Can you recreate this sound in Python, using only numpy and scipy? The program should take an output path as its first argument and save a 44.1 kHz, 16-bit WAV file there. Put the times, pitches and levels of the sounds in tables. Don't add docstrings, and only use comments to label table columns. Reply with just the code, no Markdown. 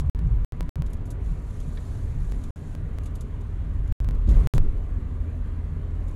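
import sys
import numpy as np
from scipy import signal
from scipy.fft import rfft, irfft
from scipy.io import wavfile
from scipy.ndimage import uniform_filter1d

SR = 44100
rng = np.random.default_rng(int(sys.argv[2]) if len(sys.argv) > 2 else 0)


def master_out(mix):
    frames = np.transpose(np.atleast_2d(mix))
    ceiling = np.clip(frames, -1, 1)
    pcm = np.round(ceiling * 32767).astype(np.int16)
    wavfile.write(sys.argv[1], SR, pcm)


def makeup_ratio(level_db):
    decades = np.asarray(level_db, float) / 20
    return 10 ** decades


N = 271567

# pitch_hz, level_db (per Hz)
BOOM_COLOUR = [(7, -34.5), (13, -10.5), (27, 2), (43, 8.5), (60, 1.5), (72, -6.5), (84, -10), (95, -3.5),
               (110, -10.5), (130, -19), (170, -34.5)]
# pitch_hz, level_db (per Hz)
PAN_COLOUR = [(74, -43), (125, -3.5), (156, 7.5), (169, -9.5), (185, -21.5), (240, -65.5), (410, -120)]
# pitch_hz, level_db (per Hz)
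ROAR_COLOUR = [(150, -44), (185, -5), (248, -2.5), (341, -10.5), (380, -5), (655, -10.5), (850, -15),
               (1200, -12), (1400, -16), (2100, -21.5), (3000, -28), (4200, -35), (4900, -43),
               (6500, -57.5)]
# pitch_hz, level_db (per Hz)
HISS_COLOUR = [(3000, -9), (4200, -6), (5000, -11.5), (5900, -7.5), (6900, -4.5), (8600, -9.5),
               (10700, -8.5), (12500, -17), (14000, -22.5), (15900, -38.5)]
# pitch_hz, width_hz, lift_db
CABIN_MODES = [(46.4, 42, -4.5), (144.3, 6, 0), (208.2, 45, 9.5), (278.5, 57.8, 8.5), (389, 149, 4.5),
               (978, 21, 4.5), (1310, 140, -3)]
# time_s, level_db
HEAVE = [(0, -28.5), (.12, -28), (.32, -20), (.6, -27.5), (.78, -28), (1.2, -27.5), (1.65, -31),
         (2.05, -27.5), (2.47, -25), (2.6, -34.5), (2.85, -29), (3.45, -31.5), (3.72, -26), (4.2, -23.5),
         (4.36, -19), (4.7, -24), (4.85, -29.5), (6.16, -30)]
# peak_s, level_db
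PAN_DRUMS = [(.04, -31.5), (0.259, -31.5), (.43, -46.5), (.62, -36), (0.779, -28), (1.331, -35),
             (1.68, -39.5), (2.2, -38.5), (2.65, -47.5), (2.83, -40.5), (3.66, -43), (4.1, -41),
             (4.339, -31.5), (4.47, -28), (4.56, -26.5), (5.74, -39.5)]
# time_s, level_db
AIR = [(0, -73), (1.18, -76.5), (1.26, -64), (1.34, -66), (1.44, -69), (1.49, -64), (1.95, -63),
       (2.08, -66.5), (2.25, -64.5), (2.73, -66.5), (2.79, -72), (3.7, -73), (4.2, -73.5), (4.7, -72.5),
       (5.9, -73.5), (6.16, -70)]
# time_s, pitch_hz, level_db
ENGINE = [(0, 73, -35), (.7, 75, -36), (1.4, 76, -38), (2, 78, -35), (2.7, 80, -36), (3.5, 80.5, -36),
          (4.2, 81, -33), (4.9, 82, -34), (5.3, 82, -31.5), (5.8, 82, -31.5), (6.16, 82.5, -33)]
# multiple of the firing rate, level_db, fading_db
FIRING_ORDERS = [(.5, -6, 2.5), (1, -1.5, 1.4), (1.5, -19, 3), (3, -22, 3), (5, -30, 3)]
# time_s, pitch_hz, level_db
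WHINE = [(0, 1000, -60), (.4, 990, -59), (1, 985, -60), (1.5, 995, -63), (1.9, 1010, -80)]
# start_s, peak_db, centre_hz, t60_s
TICKS = [(0, -43, 5870, 0.049), (.057, -64, 4000, .06), (.861, -52.5, 5870, 0.07), (.9, -60, 10000, 0.093),
         (.93, -47.5, 9700, 0.053), (.966, -61, 4900, .055), (1.054, -57, 8500, .15),
         (1.103, -43, 8000, 0.073), (1.6, -51, 5600, 0.084), (2.244, -57, 6000, .06),
         (2.312, -56, 7000, .12), (2.436, -47.5, 6000, .05), (3.033, -55, 7500, .08),
         (3.056, -49.5, 6540, .09), (3.152, -49, 8260, .075), (3.207, -46.5, 7350, 0.063),
         (3.408, -57.5, 7000, .06), (3.873, -59.5, 7000, .06), (4.146, -57, 6000, 0.055),
         (4.272, -55, 3500, .08), (4.288, -47.5, 5000, .1), (4.308, -50.5, 6000, 0.071),
         (4.341, -48, 2500, .045), (4.433, -54, 3500, 0.04), (4.544, -44.5, 6000, 0.13),
         (4.771, -63, 8900, .05), (5.295, -67, 7500, .06), (5.454, -67, 7000, .05),
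         (6.077, -59.5, 9000, 0.13)]
# start_s, peak_db, centre_hz, t60_s
CLINKS = [
    (.273, -54, 6540, 0.013),
    (1.772, -43, 1730, .047),
    (1.773, -49, 3940, .053),
    (3.06, -54, 2230, 0.054),
    (6.111, -52, 7500, .012),
]
# start_s, peak_db, centre_hz, t60_s
SQUEAKS = [
    (.3, -71, 12000, .6),
    (.35, -72, 12000, .6),
]
# start_s, peak_db, centre_hz, t60_s
SHUDDERS = [
    (4.275, -32, 290, 0.38),
    (4.315, -41.5, 352, 0.53),
    (4.36, -37, 393, 0.3),
    (4.545, -32.5, 327, 0.27),
    (4.63, -36.5, 236, 0.55),
]
# pitch_hz, width_hz, lift_db
PORTS = [(3500, 1500, 12), (6900, 1800, 9), (10800, 3800, 9), (15800, 2700, -20)]
# start_s, peak_db, ring_hz, t60_s
BUMPS = [(0.061, -15.5, 73, 0.41), (0.299, -10.5, 50, 0.27), (4.273, -27, 215, 0.48),
         (4.286, -1.5, 52.7, 0.19), (4.364, -0.5, 38.9, 0.15), (4.454, -6.5, 75, 0.12),
         (4.542, -13, 108.5, 0.17), (4.548, -9, 42, 0.13), (4.564, -5.5, 18.1, 0.54), (4.642, -13, 25, .2),
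         (5.198, -10.5, 43, 0.1)]
# time_s, pressure jump (full scale 1)
SKIPS = [(.1918, .029), (.6081, -.108), (.6294, -.02), (.8217, .064), (2.3218, -.045), (2.3467, -.01),
         (2.7514, -.037), (2.9861, -.046), (4.046, .03), (4.0887, .061), (4.11, .03), (4.5811, -.16)]
# cut_s, return_s, pressure at the cut, pressure at the return (full scale 1)
GAPS = [
    (.0981, .1488, .029, .024),
    (.4474, .5224, -.036, -.034),
    (.6931, .7573, -.04, -.037),
    (2.5066, 2.5591, .004, .003),
    (3.9244, 4.0029, -.038, -.037),
    (4.4723, 4.538, .14, .15),
]


def evened(x):
    return x / np.sqrt(np.mean(x ** 2) + 1e-20)


def levelled(x, share):
    power = uniform_filter1d(x ** 2, size=3500)
    return evened(x / (power + 0.078) ** share)


def along(rows, column):
    rows = np.array(rows)
    return np.interp(np.arange(N) / SR, rows[:, 0], rows[:, column])


def bell(x, width):
    return np.exp(-.5 * (x / width) ** 2)


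def resonance_db(hz, modes):
    return sum(db / (1 + (2 * (hz - mode) / width) ** 2) for mode, width, db in modes)


def add(mix, start_s, sound):
    part = mix[round(start_s * SR):][:len(sound)]
    part += sound[:len(part)]


def wash(colour, size, patchy_db, flicker_db):
    frames, hz = 4 * N // size + 5, np.fft.rfftfreq(size, 1 / SR)
    real, imaginary, patches = rng.standard_normal((frames, len(hz), 3)).T
    patches = uniform_filter1d(patches, size=10, axis=0)
    patches = evened(uniform_filter1d(patches, size=8, axis=1))
    flicker = evened(uniform_filter1d(rng.standard_normal(frames), size=3))
    pitch_hz, level_db = np.transpose(colour)
    colour_db = np.interp(np.log(hz + 1), np.log(pitch_hz + 1), level_db, left=-120, right=-120)
    colour_db = colour_db + resonance_db(hz, CABIN_MODES)
    gain = makeup_ratio(colour_db[:, None] + patchy_db * patches + flicker_db * flicker)
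    noise = signal.istft((real + 1j * imaginary) * gain, nperseg=size, noverlap=3 * size // 4)[1]
    return evened(noise[:N])


def road():
    t = np.arange(N) / SR
    heave_db = along(HEAVE, 1)

    joint_start_s, joint_rise_s, joint_end_s = 4.27, 0.036, 4.578
    fade_s, linger_s, lingering_share = .012, .09, .4
    after = np.maximum(t - joint_end_s, 0)
    fade = (1 - lingering_share) * np.exp(-after / fade_s) + lingering_share * np.exp(-after / linger_s)
    joint = np.clip((t - joint_start_s) / joint_rise_s, 0, 1) * fade

    boom = levelled(wash(BOOM_COLOUR, size=8192, patchy_db=2.0, flicker_db=-1.0), 0.23)
    floor_pan = levelled(wash(PAN_COLOUR, size=4096, patchy_db=1.0, flicker_db=2.0), 0.57)
    roar = wash(ROAR_COLOUR, size=2048, patchy_db=1.5, flicker_db=-0.13)
    hiss = wash(HISS_COLOUR, size=512, patchy_db=1.3, flicker_db=1.1)

    pan_rest_db, pan_swell_s = -45.5, 0.033
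    pan_gain = makeup_ratio(pan_rest_db) + sum(makeup_ratio(db) * bell(t - peak_s, pan_swell_s) for peak_s, db in PAN_DRUMS)
    roar_db = -45.5 + 0.055 * (heave_db - heave_db.mean())
    roar_gain = np.hypot(makeup_ratio(roar_db), joint * makeup_ratio(-40))
    hiss_gain = np.hypot(makeup_ratio(along(AIR, 1)), joint * fade * makeup_ratio(-62.5))
    return makeup_ratio(heave_db) * boom + pan_gain * floor_pan + roar_gain * roar + hiss_gain * hiss


def engine():
    waver = rng.standard_normal((len(FIRING_ORDERS) + 3, N))
    waver = evened(uniform_filter1d(uniform_filter1d(waver, size=2500), size=2500))
    *fades, whine_fade, whine_drift, engine_drift = waver

    turns = np.cumsum(along(ENGINE, 1) * (1 + .006 * engine_drift)) / SR
    orders = np.zeros(N)
    for (multiple, level_db, fading_db), fade in zip(FIRING_ORDERS, fades):
        tone = np.cos(2 * np.pi * (multiple * turns + rng.random()))
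        orders += makeup_ratio(level_db + fading_db * fade) * tone

    whine_turns = np.cumsum(along(WHINE, 1) * (1 + .015 * whine_drift)) / SR
    whine_db = along(WHINE, 2) - 8 + 4 * whine_fade
    sounding = np.arange(N) / SR < WHINE[-1][0]
    whine = makeup_ratio(whine_db) * sounding * np.cos(2 * np.pi * whine_turns)
    return np.sqrt(2) * (makeup_ratio(along(ENGINE, 2)) * orders + whine)


def rattles(events, spread_octaves, rise_s):
    out, size = np.zeros(N), 4096
    t, hz = np.arange(size) / SR, np.fft.rfftfreq(size, 1 / SR)
    port_gain = makeup_ratio(resonance_db(hz, PORTS))
    swell = np.minimum(t / rise_s, 1) * np.hanning(2 * size)[size:]
    draws = rng.standard_normal((len(events), 2, size))
    for (start_s, peak_db, centre_hz, t60_s), (noise, grain) in zip(events, draws):
        part = bell(np.log2((hz + 1) / centre_hz), spread_octaves)
        puff = irfft(rfft(noise) * part * port_gain)
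        grain_db = 1.5 * evened(uniform_filter1d(grain, size=90))
        puff = evened(puff * makeup_ratio(grain_db))
        add(out, start_s, makeup_ratio(peak_db - 60 * t / t60_s) * puff * swell)
    return out


def bumps():
    out, t = np.zeros(N), np.arange(SR // 2) / SR
    for start_s, peak_db, ring_hz, t60_s in BUMPS:
        swell = 1 - np.exp(-3.0 * ring_hz * t)
        ring = -np.sin(2 * np.pi * ring_hz * t) * swell
        add(out, start_s, makeup_ratio(peak_db - 60 * t / t60_s) * ring)
    return out


def scene():
    trim = rattles(TICKS, spread_octaves=1.0, rise_s=0.0035)
    trim += rattles(CLINKS, spread_octaves=0.29, rise_s=0.0011)
    trim += rattles(SQUEAKS, spread_octaves=.06, rise_s=.02)
    trim += rattles(SHUDDERS, spread_octaves=0.57, rise_s=0.0058)
    return (road() + engine() + trim + bumps())[None]


def top_cut(x):
    return signal.sosfilt(signal.butter(12, 16640, fs=SR, output="sos"), x)


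def record(dry):
    t = np.arange(N) / SR
    x = dry[0] + makeup_ratio(-82) * rng.standard_normal(N)
    x = signal.oaconvolve(x, signal.firwin(2047, 15740, window=("kaiser", 7), fs=SR), "same")

    def near(seam_s):
        return bell(t - seam_s, .006)

    for skip_s, jump in SKIPS:
        x = x + jump / 2 * np.where(t < skip_s, -1, 1) * near(skip_s)
    for cut_s, return_s, before, after in GAPS:
        cut_pull = (before - x[round(cut_s * SR)]) * near(cut_s)
        return_pull = (after - x[round(return_s * SR)]) * near(return_s)
        x = x + cut_pull + return_pull
        x = x * ((t < cut_s) | (t >= return_s))
    x = x - x[-1] * near(N / SR)
    x = signal.oaconvolve(x, signal.firwin(255, 16500, fs=SR), "same")
    x = x + (.13 - x[0]) * near(0)
    return top_cut(x[None])


dry = scene()
out = record(dry)
master_out(out)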